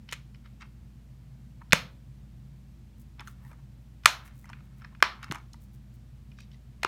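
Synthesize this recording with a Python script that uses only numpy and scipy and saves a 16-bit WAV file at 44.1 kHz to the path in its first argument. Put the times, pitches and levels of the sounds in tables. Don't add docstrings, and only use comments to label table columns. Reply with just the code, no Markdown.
import sys
import numpy as np
from scipy import signal
from scipy.fft import rfft, irfft, next_fast_len
from scipy.io import wavfile

SR = 44100
rng = np.random.default_rng(int(sys.argv[2]) if len(sys.argv) > 2 else 0)


def pcm_store(signal):
    levels = np.round(np.clip(np.atleast_2d(signal), -1, 1) * 32767)
    wavfile.write(sys.argv[1], SR, levels.astype(np.int16).T)


def boost_factor(decibels):
    exponent = np.asarray(decibels, float) / 20
    return 10 ** exponent


N = 302967

# mode_hz, level_db, t60_s
SHELL_MODES = [(746, -5.5, .008), (950.6, -1.5, 0.015), (1200, 0.5, 0.0089), (1474, 0, 0.0053),
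               (1750, -8, 0.011), (2023, -2.5, 0.013), (2427, -1, 0.011), (2950, -3, 0.0098),
               (3480, -2.5, 0.012), (4230, 1, 0.0089), (5300, 2.5, 0.0055)]
# mode_hz, level_db, t60_s
RIB_MODES = [(6300, 4, 0.004), (7200, -1.5, 0.0096), (8316, -4, 0.015), (9130, -2, .005),
             (9800, -8.5, 0.013), (11200, -5, .004), (11667, -6, 0.0026), (14300, -12.5, .003),
             (14500, -11.5, .003)]


def evened(x):
    return x / np.sqrt(np.mean(x ** 2) + 1e-24)


def read(points, hz):
    point_hz, value = np.transpose(points)
    return np.interp(np.log(hz + 1), np.log(point_hz + 1), value)


def add(mix, start_s, sound):
    part = mix[round(start_s * SR):][:len(sound)]
    part += sound[:len(part)]


def coloured(x, points):
    size = next_fast_len(len(x))
    gain = boost_factor(read(points, np.fft.rfftfreq(size, 1 / SR)))
    return evened(irfft(rfft(x, size) * gain, size)[:len(x)])


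def clicks():
    # start_s, level_db, rattle_ms, ring_centre_hz, crack_db
    snaps = [(0.1243, -33.5, 4.8, 2100, -8.5), (0.13, -33, 2.8, 1980, -7.5),
             (1.7233, -12.5, .74, 2300, -25.5), (1.73, -12.5, 2.3, 2310, -15.5),
             (1.7311, -8.5, 2.5, 1940, -9.5), (4.0573, -6.5, 3.6, 1982, -7), (4.0595, -8, 2, 1446, -14.5),
             (5.0255, -7.5, .72, 1695, -19), (5.0266, -7.5, 1.4, 1448, -32),
             (5.3121, -33.5, 4.7, 2240, -17), (5.3218, -31.5, 3, 1050, -8.5),
             (6.8315, -27.5, 5.4, 1910, -15), (6.8473, -20.5, 2.64, 1350, -23)]
    # start_s, level_db, ring_centre_hz, crack_db
    ticks = [(0.0892, -45, 2600, -22), (0.112, -51.5, 2800, 0), (.137, -41, 2170, -10),
             (0.345, -57, 2400, -41), (.4589, -56.5, 1810, -35), (0.613, -58, 1730, -21),
             (.629, -54, 1580, -35), (1.6159, -52.5, 1198, -38), (1.7083, -55, 2827, -22.5),
             (3.195, -43.5, 2300, -29), (3.206, -46.5, 1830, -9.5), (3.2735, -44.5, 1650, -10),
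             (3.279, -46, 1410, -8.5), (3.514, -54, 1100, -16), (3.53, -57, 1200, -15),
             (4.0355, -54.5, 2200, -16.5), (4.047, -50, 1500, -14), (4.277, -56.5, 2000, -5),
             (4.4425, -53, 1200, -18), (4.456, -55, 1480, -10), (4.4919, -50, 1550, -21),
             (4.4991, -46.5, 1130, -16), (4.5314, -44, 1617, -30.5), (4.606, -58.5, 1200, -26),
             (4.8176, -52, 1566, -34), (4.8465, -44, 1500, -30.5), (4.9494, -53.5, 1803, -34.5),
             (5.003, -52.5, 1878, -20), (5.229, -42.5, 1550, -14.5), (5.243, -41, 1610, -14),
             (5.346, -42, 1680, -11.5), (5.355, -40, 1400, -13.5), (5.382, -53, 1600, -14),
             (5.532, -52, 4310, -3.5), (5.541, -53.5, 1130, -17), (6.316, -59, 2707, -25.5),
             (6.386, -52.5, 1840, -20), (6.405, -53.5, 2950, -7), (6.515, -61.5, 4200, -25),
             (6.543, -62.5, 2160, -25)]
    snap_octaves, snap_damping, snap_uneven_db = .88, 1.1, 1.5
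    tick_ms, tick_octaves, tick_damping, tick_uneven_db = 4.5, .7, .55, 5
    wall_damping, wall_crack_db = 1.4, 2.

    near = np.zeros(N)
    spread = np.zeros((3, N))
    f = np.fft.rfftfreq(2048, 1 / SR) + 1
    spot_hz = np.geomspace(600, 8000, num=14)
    thin = (f / 2500) ** 4 / (1 + (f / 2500) ** 4)
    blows = [(*row, snap_octaves, snap_damping, snap_uneven_db) for row in snaps]
    for start_s, level_db, hz, crack_db in ticks:
        blows.append((start_s, level_db, tick_ms, hz, crack_db, tick_octaves, tick_damping, tick_uneven_db))

    draws = rng.standard_normal((len(blows), 660))
    for k, (blow, draw) in enumerate(zip(blows, draws)):
        start_s, level_db, rattle_ms, hz, crack_db, octaves, damping, uneven_db = blow
        count = int(np.clip(rattle_ms * SR / 1000, 8, 600))
        lean = (1 + (np.log2(f / hz) / octaves) ** 2) ** -2.2
        spot = np.interp(np.log(f), np.log(spot_hz), draw[640:654])
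        lean = lean * boost_factor(uneven_db * spot) ** 2
        shell_detune = 1 + .015 * draw[600:600 + len(SHELL_MODES), None]
        rib_detune = 1 + .03 * draw[620:620 + len(RIB_MODES), None]
        size = boost_factor(level_db) * np.sqrt((rattle_ms + 2) * SR / 1000)
        direct = (near, damping, 0, slips(draw[:count]))
        to_walls = (spread[k % len(spread)], wall_damping, wall_crack_db, [1])
        for mix, blur, extra_db, run in (direct, to_walls):
            body = modes_power(SHELL_MODES, f, shell_detune, blur) * lean
            crack = modes_power(RIB_MODES, f, rib_detune, blur) * thin
            power = body / body.sum() + boost_factor(crack_db + extra_db) ** 2 * crack
            sound = np.convolve(run, causal(power))
            add(mix, start_s, size * sound / np.linalg.norm(sound))
    return near, spread


def slips(draw):
    run = draw ** 3 * np.exp(-1.2 * np.arange(len(draw)) / len(draw))
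    run[0] = 2.5
    size = abs(run)
    for _ in range(4):
        z = rfft(run, 2 * len(run))
        run = irfft(z / (abs(z) + 1e-9))[:len(run)]
        run = np.sign(run) * np.sqrt(abs(run) * size)
    return run


def modes_power(modes, hz, detune, blur):
    mode_hz, level_db, t60_s = np.transpose(modes)[:, :, None]
    half_hz = blur * 1.1 / t60_s
    power = (boost_factor(level_db) ** 2 * half_hz / ((hz - mode_hz * detune) ** 2 + half_hz ** 2)).sum(0)
    return power / power.sum()


def causal(power):
    cepstrum = irfft(.5 * np.log(power + 1e-12 * power.max()))
    cepstrum[1:len(cepstrum) // 2] *= 2
    cepstrum[len(cepstrum) // 2 + 1:] = 0
    ring = irfft(np.exp(rfft(cepstrum)))[:900]
    return ring / np.linalg.norm(ring)


def rubs():
    # middle_s, length_s, level_db, centre_hz
    scuffs = [(0.122, 0.11, -53, 2430), (0.357, 0.018, -64.5, 2300), (0.461, 0.052, -61, 1920),
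              (.62, 0.05, -51.5, 1700), (0.616, 0.038, -61.5, 5400), (0.641, 0.079, -60.5, 1370),
              (1.618, 0.026, -53, 1090), (3.207, 0.064, -49.5, 1200), (3.276, 0.11, -61, 1500),
              (3.428, .04, -79, 950), (3.452, 0.38, -69, 1412), (3.527, 0.073, -62.5, 1090),
              (3.595, 0.047, -65, 1000), (4.24, 0.29, -59, 1618), (4.53, 0.24, -64, 1622),
              (4.839, 0.17, -62.5, 1686), (4.648, 1, -78, 1590), (4.726, 0.037, -73, 1000),
              (4.927, 0.041, -61.5, 1100), (5.237, 0.044, -52.5, 2170), (5.257, 0.26, -56.5, 1480),
              (5.352, 0.074, -46, 1200), (5.388, 0.11, -60, 1130), (6.411, 0.11, -60.5, 3485),
              (6.54, .054, -66, 2914), (6.834, .05, -59.5, 2480)]
    # middle_s, length_s, level_db
    slides = [(3.006, .1, -67.5), (3.291, 0.12, -64.5), (3.47, .2, -71), (3.818, .07, -79),
              (4.265, 0.076, -61), (4.396, 0.18, -67), (4.652, 0.061, -76), (4.791, 0.08, -70.5),
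              (5.633, .093, -67), (5.747, 0.07, -69), (5.947, .055, -69)]
    # middle_s, length_s, pitch_hz
    squeak = (3.458, .045, 920)
    # multiple, level_db
    squeak_partials = [(1, -66), (2, -64)]
    scuff_octaves, scuff_damping, scuff_detune = .7, .5, .9
    slide_hz, slide_octaves, squeak_octaves = 11500, 1, .09

    out = np.zeros(N)
    grit = grains(per_s=1300., spread_db=4.)
    squeak_s, squeak_length_s, squeak_hz = squeak
    strokes = [(*row, scuff_octaves, True) for row in scuffs]
    strokes += [(*row, slide_hz, slide_octaves, False) for row in slides]
    for multiple, level_db in squeak_partials:
        strokes.append((squeak_s, squeak_length_s, level_db, multiple * squeak_hz, squeak_octaves, False))
    for middle_s, length_s, level_db, hz, octaves, rings in strokes:
        start = round((middle_s - length_s / 2) * SR)
        part = grit[start:][:round(length_s * SR)]
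        f = np.fft.rfftfreq(len(part), 1 / SR) + 1
        colour = np.exp(-.5 * (np.log2(f / hz) / octaves) ** 2)
        if rings:
            colour = colour * modes_power(SHELL_MODES + RIB_MODES, f, scuff_detune, scuff_damping) ** .5
        rub = evened(irfft(rfft(part) * colour, len(part)))
        add(out, start / SR, boost_factor(level_db) * rub * np.hanning(len(part)))
    return out


def grains(per_s, spread_db):
    chance, size, sign = rng.random((N, 3)).T
    return (chance < per_s / SR) * boost_factor(-spread_db * np.log(size + .01)) * np.sign(sign - .5)


def thumps():
    # start_s, level_db, pitch_hz
    pushes = [(.126, -32, 508), (1.73, -11, 168.3), (1.733, -5.5, 553.4), (3.199, -44.5, 340),
              (3.515, -40.5, 620), (4.0584, -8.5, 654), (5.025, -18, 381.5), (5.301, -24, 156),
              (5.317, -24.5, 300), (6.832, -19.5, 670), (6.848, -20.5, 391)]
    cycles_to_60_db, onset_s = 7.2, .001
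    out, t = np.zeros(N), np.arange(SR // 5) / SR
    for start_s, level_db, hz in pushes:
        decay = boost_factor(level_db - 60 * t * hz / cycles_to_60_db)
        add(out, start_s, decay * np.sin(2 * np.pi * hz * t) * (1 - np.exp(-t / onset_s)))
    return out


def room(x):
    # hz, t60_s
    decay_points = [(150, 0.75), (500, .27), (1100, 0.34), (2200, 0.25), (4000, .29), (8000, 0.2),
                    (15000, 0.32)]
    # hz, relative_db
    colour_points = [(200, -6.5), (600, 0.5), (1500, -3), (4000, 3), (9000, -4.5), (16000, -7.5)]
    first, spacing, build_up_s = 200, 10, .002
    taps = np.zeros(SR // 2)
    at = np.arange(first, len(taps) - spacing, spacing)
    at = at + rng.integers(0, spacing, len(at))
    taps[at] = rng.choice([-1., 1.], len(at)) * (1 - np.exp(-(at - first) / SR / build_up_s))
    hz, t, z = signal.stft(taps, SR, nperseg=128)
    z = z * boost_factor(read(colour_points, hz)[:, None] - 60 * t / read(decay_points, hz)[:, None])
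    tail = signal.istft(z, SR, nperseg=128)[1]
    return signal.oaconvolve(x, tail / np.linalg.norm(tail))[:N]


def background():
    # pitch_hz, level_db, waver_db (rms)
    hum = [(56.3, -51.5, .5), (120, -57, 1.)]
    # centre_hz, width_hz, level_db (rms)
    rumble = [(80, 25, -60), (96, 8, -69), (129, 17, -62), (131.5, 22, -55), (168, 3.3, -65),
              (198, 16, -62.5), (222, 30, -63), (266, 81, -72.5)]
    # hz, relative_db (per Hz)
    hiss_points = [(150, -33.5), (250, -11), (337, -1.5), (361, -10.5), (644, -12.5), (1250, -18),
                   (2320, -19.5), (12900, -30.5), (15400, -30.5), (16500, -46.5)]
    hiss_db = -68

    t = np.arange(N) / SR
    out = boost_factor(hiss_db) * coloured(rng.standard_normal(N), hiss_points)
    waver_hz = np.geomspace(.3, 4, num=12)
    for hz, level_db, waver_db in hum:
        slow = evened(sum(np.sin(2 * np.pi * (f * t + rng.random())) / np.sqrt(f) for f in waver_hz))
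        tone = np.sin(2 * np.pi * (hz * t + rng.random()))
        out += np.sqrt(2) * boost_factor(level_db + waver_db * slow) * tone
    f = np.fft.rfftfreq(N, 1 / SR)
    for hz, width_hz, level_db in rumble:
        band = 1 / (1 + (2 * (f - hz) / width_hz) ** 2)
        out += boost_factor(level_db) * evened(irfft(rfft(rng.standard_normal(N)) * band, N))
    return out


def scene():
    room_db = -16.5
    near, spread = clicks()
    soft = thumps() + rubs()
    spread[0] += soft
    reflections = boost_factor(room_db) * sum(room(part) for part in spread)
    return (near + soft + reflections + background())[None]


def roll_off(x):
    return signal.sosfilt(signal.butter(12, 16740, fs=SR, output="sos"), x)


def record(dry):
    cut_hz, dip_hz, dip_q, dip_depth = 44., 10500., 9., .3
    ceiling = .96
    thin = signal.sosfilt(signal.butter(4, cut_hz, "high", fs=SR, output="sos"), dry)
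    thin = thin - dip_depth * signal.lfilter(*signal.iirpeak(dip_hz, dip_q, SR), thin)
    rounded = ceiling * np.tanh(thin / ceiling)
    return roll_off(rounded)


dry = scene()
out = record(dry)
pcm_store(out)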